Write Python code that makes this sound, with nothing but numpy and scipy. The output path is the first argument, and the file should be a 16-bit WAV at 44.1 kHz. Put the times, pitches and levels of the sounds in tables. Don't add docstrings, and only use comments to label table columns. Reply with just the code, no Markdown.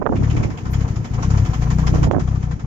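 import sys
import numpy as np
from scipy import signal
from scipy.fft import rfft, irfft
from scipy.io import wavfile
from scipy.ndimage import uniform_filter1d

SR = 44100
rng = np.random.default_rng(int(sys.argv[2]) if len(sys.argv) > 2 else 0)


def int16_out(signal):
    q = np.round(np.clip(np.atleast_2d(signal).T, -1, 1) * 32767)
    wavfile.write(sys.argv[1], SR, q.astype(np.int16))


N = 117306
TIME_S = np.arange(N) / SR
FREQ_HZ = np.fft.rfftfreq(N, 1 / SR)
LEFT_LAG_S = 0.00027
LOW_PAN_DB, HIGH_PAN_DB = [[0], [-4.5]], [[2.25], [-2.25]]


def amp(db):
    return 10 ** (np.asarray(db) / 20)


def unit_rms(x):
    return x / np.sqrt(np.mean(x ** 2) + 1e-20)


def over_freq(rows):
    hz, value = np.transpose(rows)
    return np.interp(np.log(FREQ_HZ + 1), np.log(hz + 1), value)


def over_time(rows, column=1, at_s=TIME_S):
    rows = np.array(rows)
    return np.interp(at_s, rows[:, 0], rows[:, column])


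def add(mix, start_s, sound):
    at = round(start_s * SR)
    sound = sound[max(-at, 0):]
    part = mix[max(at, 0):][:len(sound)]
    part += sound[:len(part)]


def butter(order, hz, kind="low"):
    return signal.butter(order, hz, kind, fs=SR, output="sos")


def flicker(depth_db, samples):
    return amp(depth_db * unit_rms(uniform_filter1d(rng.standard_normal(N), samples)))


def resonate(x, hz, width_hz):
    carrier = np.exp(2j * np.pi * np.cumsum(hz * np.ones(len(x))) / SR)
    pole = np.exp(-np.pi * width_hz / SR)
    return 2 * (carrier * signal.lfilter([1 - pole], [1, -pole], x / carrier)).real


def noise_band(hz, width_hz, samples=N):
    once = resonate(rng.standard_normal(samples), hz, width_hz)
    return unit_rms(resonate(once, hz, width_hz))


# centre_hz, width_hz, lift_db
BODY_MODES = [(461.5, 78, 10.5), (738, 57, 6), (892, 43, 7), (1016, 72, 4.5), (1315, 25, 5.5),
              (1788, 51, 4), (3030, 37, 8), (3430, 12, 5.5), (4990, 60, 2), (5316, 49, 3), (7250, 570, 3.5)]
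# freq_hz, coherence
COHERENCE = [(60, 0.84), (300, 1), (800, 0.93), (2000, 0.19), (5000, 0.065)]
# freq_hz, left_minus_right_db
BALANCE = [(60, 12.5), (100, 7), (170, 10), (290, 0.5), (500, 4), (850, 3.5), (1440, 4), (2450, 0),
           (4160, -15.5), (7070, -24.5)]

def engine_noise(spectrum, envelope):
    common, separate = rfft(rng.standard_normal((2, N)) * envelope)
    lift_db = sum(db * np.exp(-2 * ((FREQ_HZ - hz) / width) ** 2) for hz, width, db in BODY_MODES)
    colour = amp(over_freq(spectrum) + lift_db) * (FREQ_HZ > spectrum[0][0] / 2)
    coherence, pan_db = over_freq(COHERENCE), over_freq(BALANCE)
    left = coherence * common + np.sqrt(1 - coherence ** 2) * separate
    left *= np.exp(-2j * np.pi * FREQ_HZ * LEFT_LAG_S)
    pair = np.array([left * amp(np.minimum(pan_db, 0)), common * amp(-np.maximum(pan_db, 0))])
    return irfft(pair * unit_rms(colour), N)


# start_s, puff_db
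CRANK_TURNS = [(-0.05, -44), (0.021, -60.5), (0.0902, -68.5), (0.1594, -44), (0.2344, -42.5), (0.3016, -41),
               (0.367, -39.5), (0.4318, -37.5), (0.504, -45.5), (0.5755, -41.5), (0.6553, -42),
               (0.7342, -36.5), (0.8077, -39.5), (0.8812, -40), (0.9601, -41.5), (1.046, -39),
               (1.1371, -39.5), (1.2268, -33), (1.304, -37), (1.3753, -36), (1.4508, -36.5), (1.5351, -34),
               (1.6197, -36), (1.7048, -32.5), (1.7861, -36), (1.869, -30.5), (1.9473, -34.5),
               (2.032, -30.5), (2.115, -45.5), (2.197, -39), (2.2775, -44), (2.352, -47), (2.4293, -44),
               (2.5127, -42), (2.596, -48), (2.6843, -50)]
TURN_START_S = np.array(CRANK_TURNS)[:, 0]
# time_s, exhaust_db, mechanical_db
HEARD_LEVELS = [(0, -48, -19.5), (.13, -20.5, -4), (.2, -7, -3), (.33, -5.5, 4), (.45, -9, 0),
                (.62, -15.5, -4), (.78, -5.5, 1), (1.1, -11.5, -1.5), (1.37, -2.5, 5), (1.6, -6, 2.5),
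                (1.82, -4, 3.5), (2.05, -3.5, 4), (2.09, -7, -22.5), (2.2, -9, -1.5), (2.3, -6.5, -0.5),
                (2.66, -11.5, -8)]
# freq_hz, density_db
PUFF_SPECTRUM = [(180, -40.5), (300, -10.5), (581, -8), (711, -1.5), (882, -5.5), (1170, -2), (1640, -11),
                 (1930, -11.5), (2390, -12.5), (3220, -19), (3730, -17.5), (4600, -17.5), (6750, -16),
                 (7520, -26.5), (9780, -54.5), (16500, -120)]

def gas_puffs():
    rise_s, hold_s, t60_s, lead_s = 0.007, 0.011, 0.13, 0.007
    t = np.arange(6000) / SR
    decay = amp(-60 * np.maximum(t - rise_s - hold_s, 0) / t60_s)
    shape = np.minimum(t / rise_s, 1) ** 2 * decay
    bright_env, dull_env = np.zeros((2, N))
    dull_db = rng.normal(-32.5, 3.5, len(CRANK_TURNS))
    for k, turn_s in enumerate(np.diff(TURN_START_S)):
        start_s, puff_db = CRANK_TURNS[k]
        add(bright_env, start_s - lead_s, amp(puff_db + 4) * shape)
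        if k % 2 == 0:
            add(dull_env, start_s + 0.417 * turn_s, amp(dull_db[k]) * shape)
    grit = flicker(depth_db=1, samples=90)
    dull_env *= amp(over_time(HEARD_LEVELS, column=2))
    dull = signal.sosfilt(butter(2, hz=1490), engine_noise(PUFF_SPECTRUM, dull_env * grit))
    bright = engine_noise(PUFF_SPECTRUM, bright_env * grit)
    puff_index = np.searchsorted(TURN_START_S - lead_s, TIME_S)
    return bright + dull + clatter(bright, puff_index) + metal_ticks(bright, puff_index)


# time_s, gain_db
CLATTER_GAIN = [(0, 12), (.16, 13.5), (.7, 5), (.8, -3.5), (1.3, -7), (2.66, 6)]
# time_s, pitch_ratio
CLATTER_PITCH = [(0, 1.64), (.7, 1.03), (2.66, 0.95)]

def clatter(puffs, puff_index):
    base_hz = 1600
    detune = np.exp(rng.normal(0, 0.16, len(CRANK_TURNS) + 1))
    pitch_hz = base_hz * over_time(CLATTER_PITCH) * detune[puff_index]
    ring = np.array([resonate(side, pitch_hz, width_hz=550) for side in puffs])
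    return ring * amp(over_time(CLATTER_GAIN))


TICK_MODES_HZ = [3260, 5176, 5950, 6800]

def metal_ticks(puffs, puff_index):
    gains = amp(rng.uniform(-2, 8, (len(CRANK_TURNS) + 1, len(TICK_MODES_HZ))))
    return sum(np.array([resonate(side * gain, hz, width_hz=206) for side in puffs])
               for hz, gain in zip(TICK_MODES_HZ, gains[puff_index].T))


# freq_hz, density_db
RUSH_SPECTRUM = [(88, -22.5), (150, -6.5), (308, -18), (480, -33.5), (556, -38), (747, -30), (824, -32),
                 (1050, -30.5), (1640, -32), (3110, -42), (4100, -44.5), (6710, -37), (7520, -52.5),
                 (9780, -100.5), (16500, -120)]

def mechanical_rush(rush_db=-33.5, rumble_db=-31):
    level = amp(over_time(HEARD_LEVELS, column=2))
    flutter = flicker(depth_db=1.5, samples=900)
    common, right_only = signal.sosfilt(butter(2, [30, 190], "band"), rng.standard_normal((2, N)))
    rumble = unit_rms(common) * amp(LOW_PAN_DB)
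    rumble[1] += 0.073 * unit_rms(right_only)
    rush = engine_noise(RUSH_SPECTRUM, level * flutter)
    return amp(rush_db) * rush + amp(rumble_db) * level * rumble


# time_s, right_db, left_db
RUB_LEVELS = [(0, -17.5, -16.5), (.07, -24.5, -62), (.1, -19, -15), (.16, -16.5, -22.5), (.23, -25.5, -19),
              (.26, -36.5, -28), (.35, -18.5, -34), (.46, -19.5, -44), (.54, -32, -47), (1.82, -35, -41.5),
              (1.88, -29.5, -26.5), (1.95, -15, -32), (2.01, -19.5, -30), (2.08, -16.5, -33),
              (2.18, -15, -27), (2.24, -35.5, -36), (2.3, -36, -42)]
# freq_hz, gain_db
RUB_SPECTRUM = [(20, -9.5), (60, -1.5), (150, 0), (300, -4), (500, -18), (900, -24.5), (1500, -44),
                (3000, -74.5), (16000, -89)]

def hand_rub(slips_per_s=900, spread_db=2.5):
    slips = (rng.random((2, N)) < slips_per_s / SR) * rng.choice([-1., 1.], (2, N))
    slips *= amp(spread_db * np.minimum(rng.exponential(1, (2, N)), 3))
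    rub = unit_rms(irfft(rfft(slips) * amp(over_freq(RUB_SPECTRUM)), N))
    return rub * amp([over_time(RUB_LEVELS, column=2), over_time(RUB_LEVELS, column=1)])


# time_s, level_db, pitch_hz
CASING_BUMPS = [(0.0175, -7.5, 638), (0.0222, -9, 560), (0.0245, -5, 736), (0.0275, -6, 604),
                (0.0572, -4, 560), (0.0605, -9, 480), (0.0646, -0.5, 904), (0.0685, -4, 420),
                (0.0716, 2, 620), (0.093, -4.5, 573), (0.114, -13.5, 474), (0.1235, -4, 400),
                (0.1262, -2, 560), (0.1344, -5, 586), (0.1429, -12.5, 450), (0.1492, -12.5, 413),
                (0.1552, -14, 476), (0.1664, -17, 575), (0.225, -12, 590), (0.449, -11, 440),
                (1.9412, -5, 464), (1.9487, -12, 483), (1.9609, -6, 416), (1.9862, -9.5, 456),
                (2.032, -8, 447), (2.0383, -12.5, 744), (2.045, -21, 746), (2.0533, -18, 663),
                (2.0693, -10, 496), (2.0752, -4.5, 459), (2.084, -14, 468), (2.118, -9, 480),
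                (2.1236, -14, 435), (2.1352, -4, 620), (2.1372, -4, 400), (2.1427, -8, 442),
                (2.148, 1, 603), (2.1552, -6, 508), (2.1655, -4, 640), (2.1734, -9.5, 570),
                (2.1835, -5, 483)]

def casing_bumps(decay_cycles=0.23, scuff_s=0.0027, snap_s=2.1127, snap_width_s=0.00023):
    out, t = np.zeros(N), np.arange(-600, 600) / SR
    scuff_env = np.exp(-abs(t) / np.where(t < 0, scuff_s / 1.96, scuff_s))
    for (time_s, level_db, hz), phase in zip(CASING_BUMPS, rng.random(len(CASING_BUMPS))):
        knock = np.exp(-abs(t * hz / decay_cycles) ** 0.65) * np.cos(2 * np.pi * (hz * t + phase))
        scuff = noise_band(0.8 * hz, 1.6 * hz, len(t)) * scuff_env
        scuff_db = -10.5 + 8.5 * np.log2(hz / 600)
        add(out, time_s + t[0], amp(level_db) * (knock + amp(scuff_db) * scuff))
    out = signal.sosfiltfilt(butter(3, hz=1830), out)
    snap = t / snap_width_s * np.exp(1 - np.hypot(t / snap_width_s, 0.58))
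    add(out, snap_s + t[0], amp(2) * snap)
    return out * amp([[-30], [0]])


# time_s, whistle_hz, hiss_db, whistle_db
HISS_AND_WHISTLE = [(0, 12600, -91, -103), (.3, 12400, -69, -85), (.68, 12600, -74.5, -81),
                    (.77, 12600, -67, -74), (1.0, 12850, -73, -84), (1.1, 13450, -75, -76),
                    (1.3, 13330, -67, -73), (1.7, 13600, -67, -70), (1.8, 13420, -66, -71),
                    (2.05, 13480, -63, -69), (2.1, 13600, -78, -82), (2.24, 13600, -74, -80),
                    (2.66, 13500, -85, -89)]

def high_hiss(lift_db=5):
    turn_phase = np.interp(TIME_S, TURN_START_S, np.arange(len(TURN_START_S))) % 1
    lift = np.exp(-((turn_phase - 0.15) / 0.073) ** 2)
    band = resonate(rng.standard_normal(N), hz=13300, width_hz=3700)
    air = unit_rms(signal.sosfilt(butter(6, 8500, "high"), band))
    return air * amp(over_time(HISS_AND_WHISTLE, column=2) + lift_db * lift)


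def whistle():
    tone = noise_band(over_time(HISS_AND_WHISTLE), width_hz=280)
    return tone * amp(over_time(HISS_AND_WHISTLE, column=3))


# time_s, gain_db
WEAK_FIRINGS = [(0.351, -6), (0.43, -10), (0.486, -27), (0.514, -7.5), (0.543, -12), (0.573, -26),
                (0.604, -27), (0.878, -9), (0.941, -19), (1.044, -23), (1.079, -37), (1.224, -11.5),
                (1.464, -24.5), (1.532, -15), (1.565, -5.5), (2.095, -30), (2.128, -21), (2.195, -15),
                (2.411, -6), (2.575, -22), (2.609, -10)]
# delay_s, signed_gain
PIPE_REFLECTIONS = [(0.011, -0.14), (0.0236, -0.54), (0.034, -0.23)]
# centre_hz, width_hz, gain_db
BOOM_MODES = [(30.7, 24, -5), (58.4, 10, -7), (114.5, 11, -9), (158, 5.8, -15), (205, 20, -4)]
LONG_FIRINGS_S = np.array([0.351, 1.005, 1.43])

def exhaust(turns_per_firing=0.4, thump_hz=105.2, width_s=0.0032):
    firing_turns = np.arange(0.16, len(TURN_START_S) - 1, turns_per_firing)
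    firing_s = np.interp(firing_turns, np.arange(len(TURN_START_S)), TURN_START_S)
    firing_db = over_time(HEARD_LEVELS, at_s=firing_s)
    for time_s, gain_db in WEAK_FIRINGS:
        firing_db[np.argmin(abs(firing_s - time_s))] += gain_db
    out, t = np.zeros(N), np.arange(-1600, 1600) / SR
    for time_s, gap_s, level_db in zip(firing_s, np.gradient(firing_s), firing_db):
        rings_long = min(abs(time_s - LONG_FIRINGS_S)) < gap_s / 2
        stretch, trim_db = (2.2, -3) if rings_long else (1, 0)
        envelope = amp(level_db + trim_db) * np.exp(-0.5 * ((t + width_s / 2) / (width_s * stretch)) ** 2)
        add(out, time_s + t[0], envelope * np.cos(2 * np.pi * thump_hz * t))
        echo_hz = thump_hz * (1 + 0.35 * np.tanh(rng.normal()))
        echo_gain = min(gap_s / 0.034, 1) ** 6.1 * rng.normal(1, 0.15)
        echo = echo_gain * envelope * np.cos(2 * np.pi * echo_hz * t)
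        for delay_s, gain in PIPE_REFLECTIONS:
            add(out, time_s + delay_s + t[0], gain * echo)
    boom = sum(amp(db) * resonate(out, hz, width_hz) for hz, width_hz, db in BOOM_MODES)
    return (out + boom) * amp(LOW_PAN_DB)


def spit(start_s=0.705, rise_s=0.0052, length_s=0.032, fade_s=0.008):
    attack = np.clip((TIME_S - start_s) / rise_s, 0, 1)
    decay = np.exp(-np.maximum(TIME_S - start_s - length_s, 0) / fade_s)
    return amp(-51) * attack * decay * noise_band(hz=13000, width_hz=4300)


# start_s, level_db, pitch_hz
LOOSE_CLANKS = [(1.228, -24, 1075), (1.309, -31, 1310), (1.338, -31, 1300), (1.835, -27, 1120)]

def clanks(rise_s=0.005, t60_s=0.11):
    out, t = np.zeros((2, N)), np.arange(5000) / SR
    for start_s, level_db, pitch_hz in LOOSE_CLANKS:
        envelope = np.minimum(t / rise_s, 1) * amp(level_db - 60 * t / t60_s)
        ring = envelope * np.sin(2 * np.pi * (pitch_hz * t + rng.random()))
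        add(out[0], start_s + LEFT_LAG_S, ring)
        add(out[1], start_s, ring)
    return out


def scene():
    engine = exhaust() + gas_puffs() + clanks() + mechanical_rush()
    handling = casing_bumps() + hand_rub()
    treble = np.array([spit() + whistle() + high_hiss() for _ in range(2)])
    return engine + handling + treble * amp(HIGH_PAN_DB)


def record(dry):
    cut = signal.sosfilt(butter(2, 18, "high"), dry)
    limited = np.tanh(cut / 1.308) * 1.292
    lowpass = signal.firwin(511, 15800, window=("kaiser", 9), fs=SR)
    return signal.oaconvolve(limited, lowpass[None], "same")


dry = scene()
out = record(dry)
int16_out(out)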